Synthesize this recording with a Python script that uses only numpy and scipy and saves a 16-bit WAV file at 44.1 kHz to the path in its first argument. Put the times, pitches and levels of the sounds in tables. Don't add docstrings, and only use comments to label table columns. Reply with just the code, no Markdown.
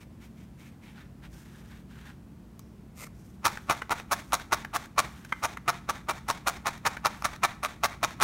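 import sys
import numpy as np
from scipy import signal
from scipy.fft import rfft, irfft
from scipy.io import wavfile

SR = 44100
rng = np.random.default_rng(int(sys.argv[2]) if len(sys.argv) > 2 else 0)


def int16_out(signal):
    q = np.round(np.clip(np.atleast_2d(signal).T, -1, 1) * 32767)
    wavfile.write(sys.argv[1], SR, q.astype(np.int16))


N = 362943
T = np.arange(N) / SR

# tip enters t/s, foam gives t/s, needle stops t/s, level/dB, relative crackle level/dB
STABS = [(3.446, 3.455, 3.484, -22.7, -7.3), (3.695, 3.699, 3.73, -24, -11),
         (3.905, 3.926, 3.929, -24.5, -12), (4.113, 4.123, 4.14, -25, -4.5),
         (4.33, 4.333, 4.352, -24, -4.5), (4.521, 4.531, 4.546, -23, -7.5), (4.735, 4.76, 4.771, -29, -7),
         (4.979, 4.991, 5.003, -21, -7), (5.427, 5.449, 5.462, -27, -8), (5.678, 5.69, 5.705, -23.5, -9.5),
         (5.889, 5.896, 5.91, -27, -9), (6.084, 6.099, 6.119, -28, -10), (6.282, 6.302, 6.313, -26, -7.5),
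         (6.467, 6.483, 6.499, -26, -5.5), (6.656, 6.668, 6.691, -27.5, -8.5),
         (6.851, 6.866, 6.878, -24, -6.5), (7.048, 7.057, 7.074, -23, -8.5),
         (7.243, 7.255, 7.271, -25.7, -8.5), (7.432, 7.437, 7.458, -21.5, -9),
         (7.629, 7.649, 7.663, -28.5, -10), (7.834, 7.845, 7.862, -23, -7), (8.029, 8.04, 8.056, -25, -6.5),
         (8.208, 8.224, 8.235, -22.5, -5)]
# f/Hz, level/dB
FOAM_CRACKLE = [(500, -50), (1600, 13.5), (2600, -12), (3800, 7), (4900, 1), (5500, 5.5), (6700, 3.5),
                (7600, -3.5), (9500, -0.5), (10400, -5.5), (11800, -3.5), (14000, -12), (16000, -6)]
# f/Hz, level/dB
FIBRE_CRACKLE = [(2000, -7), (4000, -1.5), (5800, 7.5), (7600, 3.5), (9200, 3.5), (10500, -2), (12000, 2.5),
                 (16000, -6)]
USUAL_STAB_DB = -25


def undb(db):
    return 10 ** (np.asarray(db) / 20)


def unit(x):
    return x / np.sqrt(np.mean(x ** 2) + 1e-18)


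def add(track, s, x):
    at = int(s * SR) + np.arange(len(x))
    inside = (at >= 0) & (at < N)
    track[at[inside]] += x[inside]


def through(x, response):
    return signal.fftconvolve(x, response)[:len(x)]


def colour(points, tilt_db=0, size=512):
    hz, db = np.transpose(points)
    grid = np.maximum(np.fft.rfftfreq(size, 1 / SR), 1)
    shape_db = np.interp(np.log(grid), np.log(hz), db) + tilt_db * np.log2(np.maximum(grid / 2500, 1))
    cepstrum = irfft(np.log(undb(shape_db)))
    cepstrum[1:size // 2] *= 2
    cepstrum[size // 2 + 1:] = 0
    return unit(irfft(np.exp(rfft(cepstrum)))) / np.sqrt(size)


def wander(per_s):
    knots = rng.standard_normal(400)
    return np.interp(T * per_s, np.arange(len(knots)), knots)


def room_tone(air_db=-49.5, waver=0.16):
    # f/Hz, level/dB
    air_spectrum = [(20, -34), (35, -17), (56, 4.5), (85, -2), (130, -1), (215, -5), (270, -6.5),
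                    (350, -11.5), (480, -19.5), (800, -23.5), (2000, -32), (4000, -39), (9000, -42.5),
                    (16000, -45.5)]
    # f/Hz, level/dB
    hum_tones = [(59.2, -62), (140, -59.5), (183, -58), (220.7, -57.5)]
    air = through(rng.standard_normal(N), colour(air_spectrum, size=8192)) * undb(air_db)
    hum = np.zeros(N)
    for hz, db in hum_tones:
        amplitude = undb(db) * np.sqrt(2) * (1 + waver * wander(7))
        hum += amplitude * np.sin(2 * np.pi * hz * T + 1.7 * wander(7.2))
    return air + hum


def slips(size, per_s, spread_db):
    hit = rng.random(size) < per_s / SR
    strength = undb(spread_db * np.clip(rng.standard_normal(size), -2, 2))
    return unit(hit * strength * rng.choice([-1, 1], size))


def hands(rub_db=1.0, hollow_db=-5, hollow_width_hz=450, size=20000):
    # middle t/s, length/s, rub level/dB, fibre level/dB
    strokes = [(.021, .028, -58, -63), (.237, .057, -60.5, -65.5), (.408, .08, -65, -70),
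               (.638, .1, -58.5, -63.5), (.874, .093, -58, -67), (.997, .085, -55.5, -69),
               (1.244, .036, -54.5, -67), (1.382, .13, -63.5, -62.5), (1.6, .34, -62, -67),
               (1.735, .07, -57.5, -69), (1.985, .14, -58, -67.5), (2.084, .06, -54, -64.5),
               (3.245, .18, -77, -68.5), (3.653, .22, -62.5, -66), (4.277, .11, -67, -66),
               (5.25, .34, -59.5, -64.5), (7.194, .14, -57.5, -64)]
    # f/Hz, level/dB
    rub_spectrum = [(400, -33), (800, 2), (1600, -0.5), (2300, -1.5), (2900, -2.5), (3700, -3), (5000, -13),
                    (9000, -25)]
    # t/s, f/Hz
    hollow_pitch = [(.87, 2250), (1.0, 1600)]
    out, t = np.zeros(N), (np.arange(size) - size // 2) / SR
    for middle, length, stroke_db, fibre_db in strokes:
        hollow_hz = np.interp(middle, *np.transpose(hollow_pitch))
        speed = np.exp(-np.abs(2 * t / length) ** np.where(t < 0, 5, 2) / 2)
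        speed *= undb(2 * wander(70)[:size])
        rub = through(slips(size, per_s=6000, spread_db=5.5), colour(rub_spectrum))
        hollow = signal.lfilter(*signal.iirpeak(hollow_hz, hollow_hz / hollow_width_hz, fs=SR), rub)
        rub = unit(rub + undb(hollow_db) * unit(hollow)) * undb(stroke_db + rub_db)
        fibres = through(slips(size, per_s=6700, spread_db=5), colour(FIBRE_CRACKLE)) * undb(fibre_db)
        add(out, middle + t[0], speed * (rub + fibres))
    return out


def ring(modes, loss, detune, scatter_db, size=2048):
    hz, db = np.transpose(modes)[:, :, None]
    width_hz = 50 + loss * hz
    t = np.arange(size) / SR
    shift, weight = rng.standard_normal((2, len(modes), 1))
    waves = np.exp(-np.pi * width_hz * t) * np.cos(2 * np.pi * hz * (1 + detune * shift) * t)
    body = (width_hz * undb(db + scatter_db * weight) * waves).sum(axis=0)
    return signal.sosfilt(signal.butter(2, 0.96 * hz.max(), fs=SR, output="sos"), body)


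def pad(loss):
    # f/Hz, level/dB
    pad_modes = [(140, -5.5), (300, -15), (400, -13), (575, -14), (705, 4), (805, 4), (922, 7.5),
                 (1135, 13.5), (1270, 9), (1390, -10), (1720, -4), (1990, 0), (2330, 1)]
    dead_pitches = [498, 1600]
    response = ring(pad_modes, loss, detune=.01, scatter_db=1.8)
    for hz in dead_pitches:
        response = signal.lfilter(*signal.iirnotch(hz, 10, fs=SR), response)
    return response


def tink(s=2.5935, click_db=-40, knock_db=-44, ring_hz=5500, ring_db=-70, t60_s=0.51, size=12000):
    out, t = np.zeros(N), np.arange(size) / SR
    touch = rng.standard_normal(size) * np.exp(-t / .0014)
    click = through(touch, colour(FIBRE_CRACKLE)) * undb(click_db)
    knock = through(touch, pad(loss=0.021))
    shimmer = unit(signal.lfilter(*signal.iirpeak(ring_hz, 10, fs=SR), rng.standard_normal(size)))
    shimmer *= np.exp(-np.log(1000) * t / t60_s) * undb(ring_db)
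    add(out, s, click + knock / abs(knock).max() * undb(knock_db) + shimmer)
    return out


def draw_needle():
    # t/s, level/dB
    envelope = [(2.95, -71), (2.98, -51), (3.003, -45.5), (3.045, -45), (3.058, -57), (3.069, -49),
                (3.08, -82)]
    # f/Hz, level/dB
    spectrum = [(300, -5), (500, 3.5), (750, -6), (1300, 4), (1650, -12), (2100, 6.5), (3100, -9),
                (5500, -5.5), (8300, -3.5), (10500, -10.5), (13500, -6), (16000, -22)]
    scrape = through(slips(N, per_s=4500, spread_db=5.5), colour(spectrum))
    return scrape * undb(np.interp(T, *np.transpose(envelope), left=-120, right=-120))


def treble_tilt(s, db, crackle_db, felting_s=1.0):
    loose_wool = 2.3 * np.exp(-max(s - STABS[0][0], 0) / felting_s)
    muffling = .22 * (db - USUAL_STAB_DB)
    return 1.45 + .15 * crackle_db - muffling + loose_wool


def snap(crack_db, tilt_db, size=2048):
    t = np.arange(size) / SR
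    rip = t * np.exp(-t / .0003)
    knock = through(rip * rng.standard_normal(size), pad(loss=0.06))
    crack = through(rip * rng.standard_normal(size), colour(FOAM_CRACKLE, tilt_db))
    duration_gain = np.sqrt(.003 * SR / size)
    return duration_gain * (unit(knock) + unit(crack) * undb(crack_db))


def force_db(t, give_s, build_db_per_s=270, ease_db_per_s=300):
    return -build_db_per_s * np.maximum(give_s - t, 0) - ease_db_per_s * np.maximum(t - give_s, 0)


def snaps(entry_db=0.5, give_db=2, lone_db=-2, dull_crack_db=-12, pierce_s=.0016):
    # t/s, level/dB
    lone_snaps = [(3.0243, -43), (3.0708, -44.5), (3.895, -31), (4.3226, -24.5), (7.223, -28), (8.201, -27)]
    out = np.zeros(N)
    for start, give, _, db, crack_db in STABS:
        tilt_db = treble_tilt(start, db, crack_db)
        entry_gain = undb(db + entry_db + force_db(0, give - start))
        add(out, start + pierce_s, snap(dull_crack_db, tilt_db) * entry_gain)
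        add(out, give, snap(crack_db - 1.5, tilt_db + 1) * undb(db + give_db))
    for s, db in lone_snaps:
        add(out, s, snap(dull_crack_db, tilt_db=0) * undb(db + lone_db))
    return out


def stick_slip(size, gap_s, spread_db, count=200):
    at = (np.cumsum(rng.uniform(.3, 1.7, count)) * gap_s * SR).astype(int)
    strength = undb(spread_db * rng.uniform(-1, 1, count)) * rng.choice([-1, 1], count)
    return unit(np.bincount(at, strength, size)[:size])


def splinter(pulses, decay_s, size=256):
    power = through(pulses ** 2, np.exp(-2 * np.arange(size) / SR / decay_s))
    return np.sqrt(np.abs(power)) * rng.standard_normal(len(pulses))


def stabs(fine_db=-7, pad_db=-0.4, crackle_trim_db=0.6, attack_s=.0014, release_s=.002, size=5000):
    out, t = np.zeros(N), np.arange(size) / SR - .03
    for start, give, end, db, crack_db in STABS:
        length = max(end - start, .01)
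        contact = 1 / (1 + np.exp(-t / attack_s)) / (1 + np.exp((t - length) / release_s))
        squeeze = .2 * np.exp(-np.abs(t) / 0.009)
        force = (contact + squeeze) * undb(force_db(np.clip(t, 0, length), give - start))
        jerks = stick_slip(size, gap_s=.0026, spread_db=7.5)
        tearing = force * (jerks + undb(fine_db) * slips(size, per_s=4000, spread_db=3))
        knocks = unit(through(tearing, pad(loss=0.04))) * undb(pad_db)
        bite = .5 + np.clip(t / .009, 0, 1)
        bursts = splinter(tearing * bite, decay_s=.0005)
        crackle = through(bursts, colour(FOAM_CRACKLE, treble_tilt(start, db, crack_db)))
        crackle = unit(crackle) * undb(crack_db + crackle_trim_db)
        duration_gain = np.sqrt(length * SR / size)
        add(out, start + t[0], duration_gain * undb(db) * (knocks + crackle))
    return out


def withdrawals(drag_s=0.058, pull_s=0.054, pull_width_s=0.02, snag_db=2.2, size=11000):
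    # f/Hz, level/dB
    rasp_spectrum = [(300, 0.5), (520, -6.5), (720, 2), (1250, 1.5), (1600, 0.5), (2200, 1), (2900, -10),
                     (3600, -5), (4900, -14.5), (6000, -11.5), (9500, -21), (10500, -23.5), (16000, -28)]
    out, t = np.zeros(N), np.arange(size) / SR
    speed = np.exp(-t / drag_s) + 0.56 * np.exp(-((t - pull_s) / pull_width_s) ** 2 / 2)
    for _, _, end, db, crack_db in STABS:
        friction = slips(size, per_s=3500, spread_db=3)
        rasp = through(friction, colour(rasp_spectrum, treble_tilt(end, db, crack_db)))
        rasp *= undb(snag_db * wander(110)[:size])
        rasp_db = -44.8 + .44 * (db - USUAL_STAB_DB)
        add(out, end, rasp * speed * undb(rasp_db))
    return out


def catches(swell_s=.0018, middle_s=0.0011, trim_db=-1.5, crackle_db=-36.5, soft_hz=1700, size=2048):
    # t/s, level/dB
    releases = [(3.573, -22), (3.82, -19), (3.999, -27), (4.398, -28), (4.649, -22.5), (4.857, -35),
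                (5.249, -31), (5.325, -13), (5.572, -23.5), (6.778, -36), (6.97, -22), (7.361, -32),
                (8.108, -30)]
    # f/Hz, level/dB
    surface_modes = [(1150, -14), (1540, 0), (1950, -3), (2370, -2), (3000, -12)]
    out, t = np.zeros(N), np.arange(size) / SR - .01
    swell = np.exp(-((t - middle_s) / swell_s) ** 2 / 2)
    for s, db in releases:
        jerks = stick_slip(size, gap_s=.0008, spread_db=4) * swell
        plucks = signal.sosfilt(signal.butter(2, soft_hz, fs=SR, output="sos"), jerks)
        tick = unit(through(plucks, ring(surface_modes, loss=.14, detune=.03, scatter_db=2)))
        crackle = through(splinter(jerks, decay_s=0.00051), colour(FOAM_CRACKLE, tilt_db=1.5))
        tick += undb(crackle_db - db) * unit(crackle)
        add(out, s + t[0], tick / abs(tick).max() * undb(db + trim_db))
    return out


def with_near_echoes(x):
    # delay t/s, level/dB
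    echoes = [(.0022, -26.5), (.0057, -26), (.00675, -27.5), (.0084, -17), (.0097, -20)]
    out = x.copy()
    for delay_s, db in echoes:
        add(out, delay_s, x * undb(db))
    return out


def room_reverb(x, t60_s=0.37, wet_db=-19, onset_s=0.004, treble_gain=0.53, size=16000):
    t = np.arange(size) / SR
    noise = rng.standard_normal(size)
    low = signal.sosfilt(signal.butter(1, 3000, fs=SR, output="sos"), noise)
    envelope = np.minimum(t / onset_s, 1) * np.exp(-np.log(1000) * t / t60_s)
    tail = (low + treble_gain * (noise - low)) * envelope
    return through(x, unit(tail) / np.sqrt(size)) * undb(wet_db)


def scene():
    close = stabs() + snaps() + withdrawals() + catches() + draw_needle() + hands() + tink()
    return (with_near_echoes(close) + room_reverb(close) + room_tone())[None]


def record(dry):
    top_hz = 15750
    return signal.sosfilt(signal.ellip(10, .2, 70, top_hz, fs=SR, output="sos"), dry)


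dry = scene()
out = record(dry)
int16_out(out)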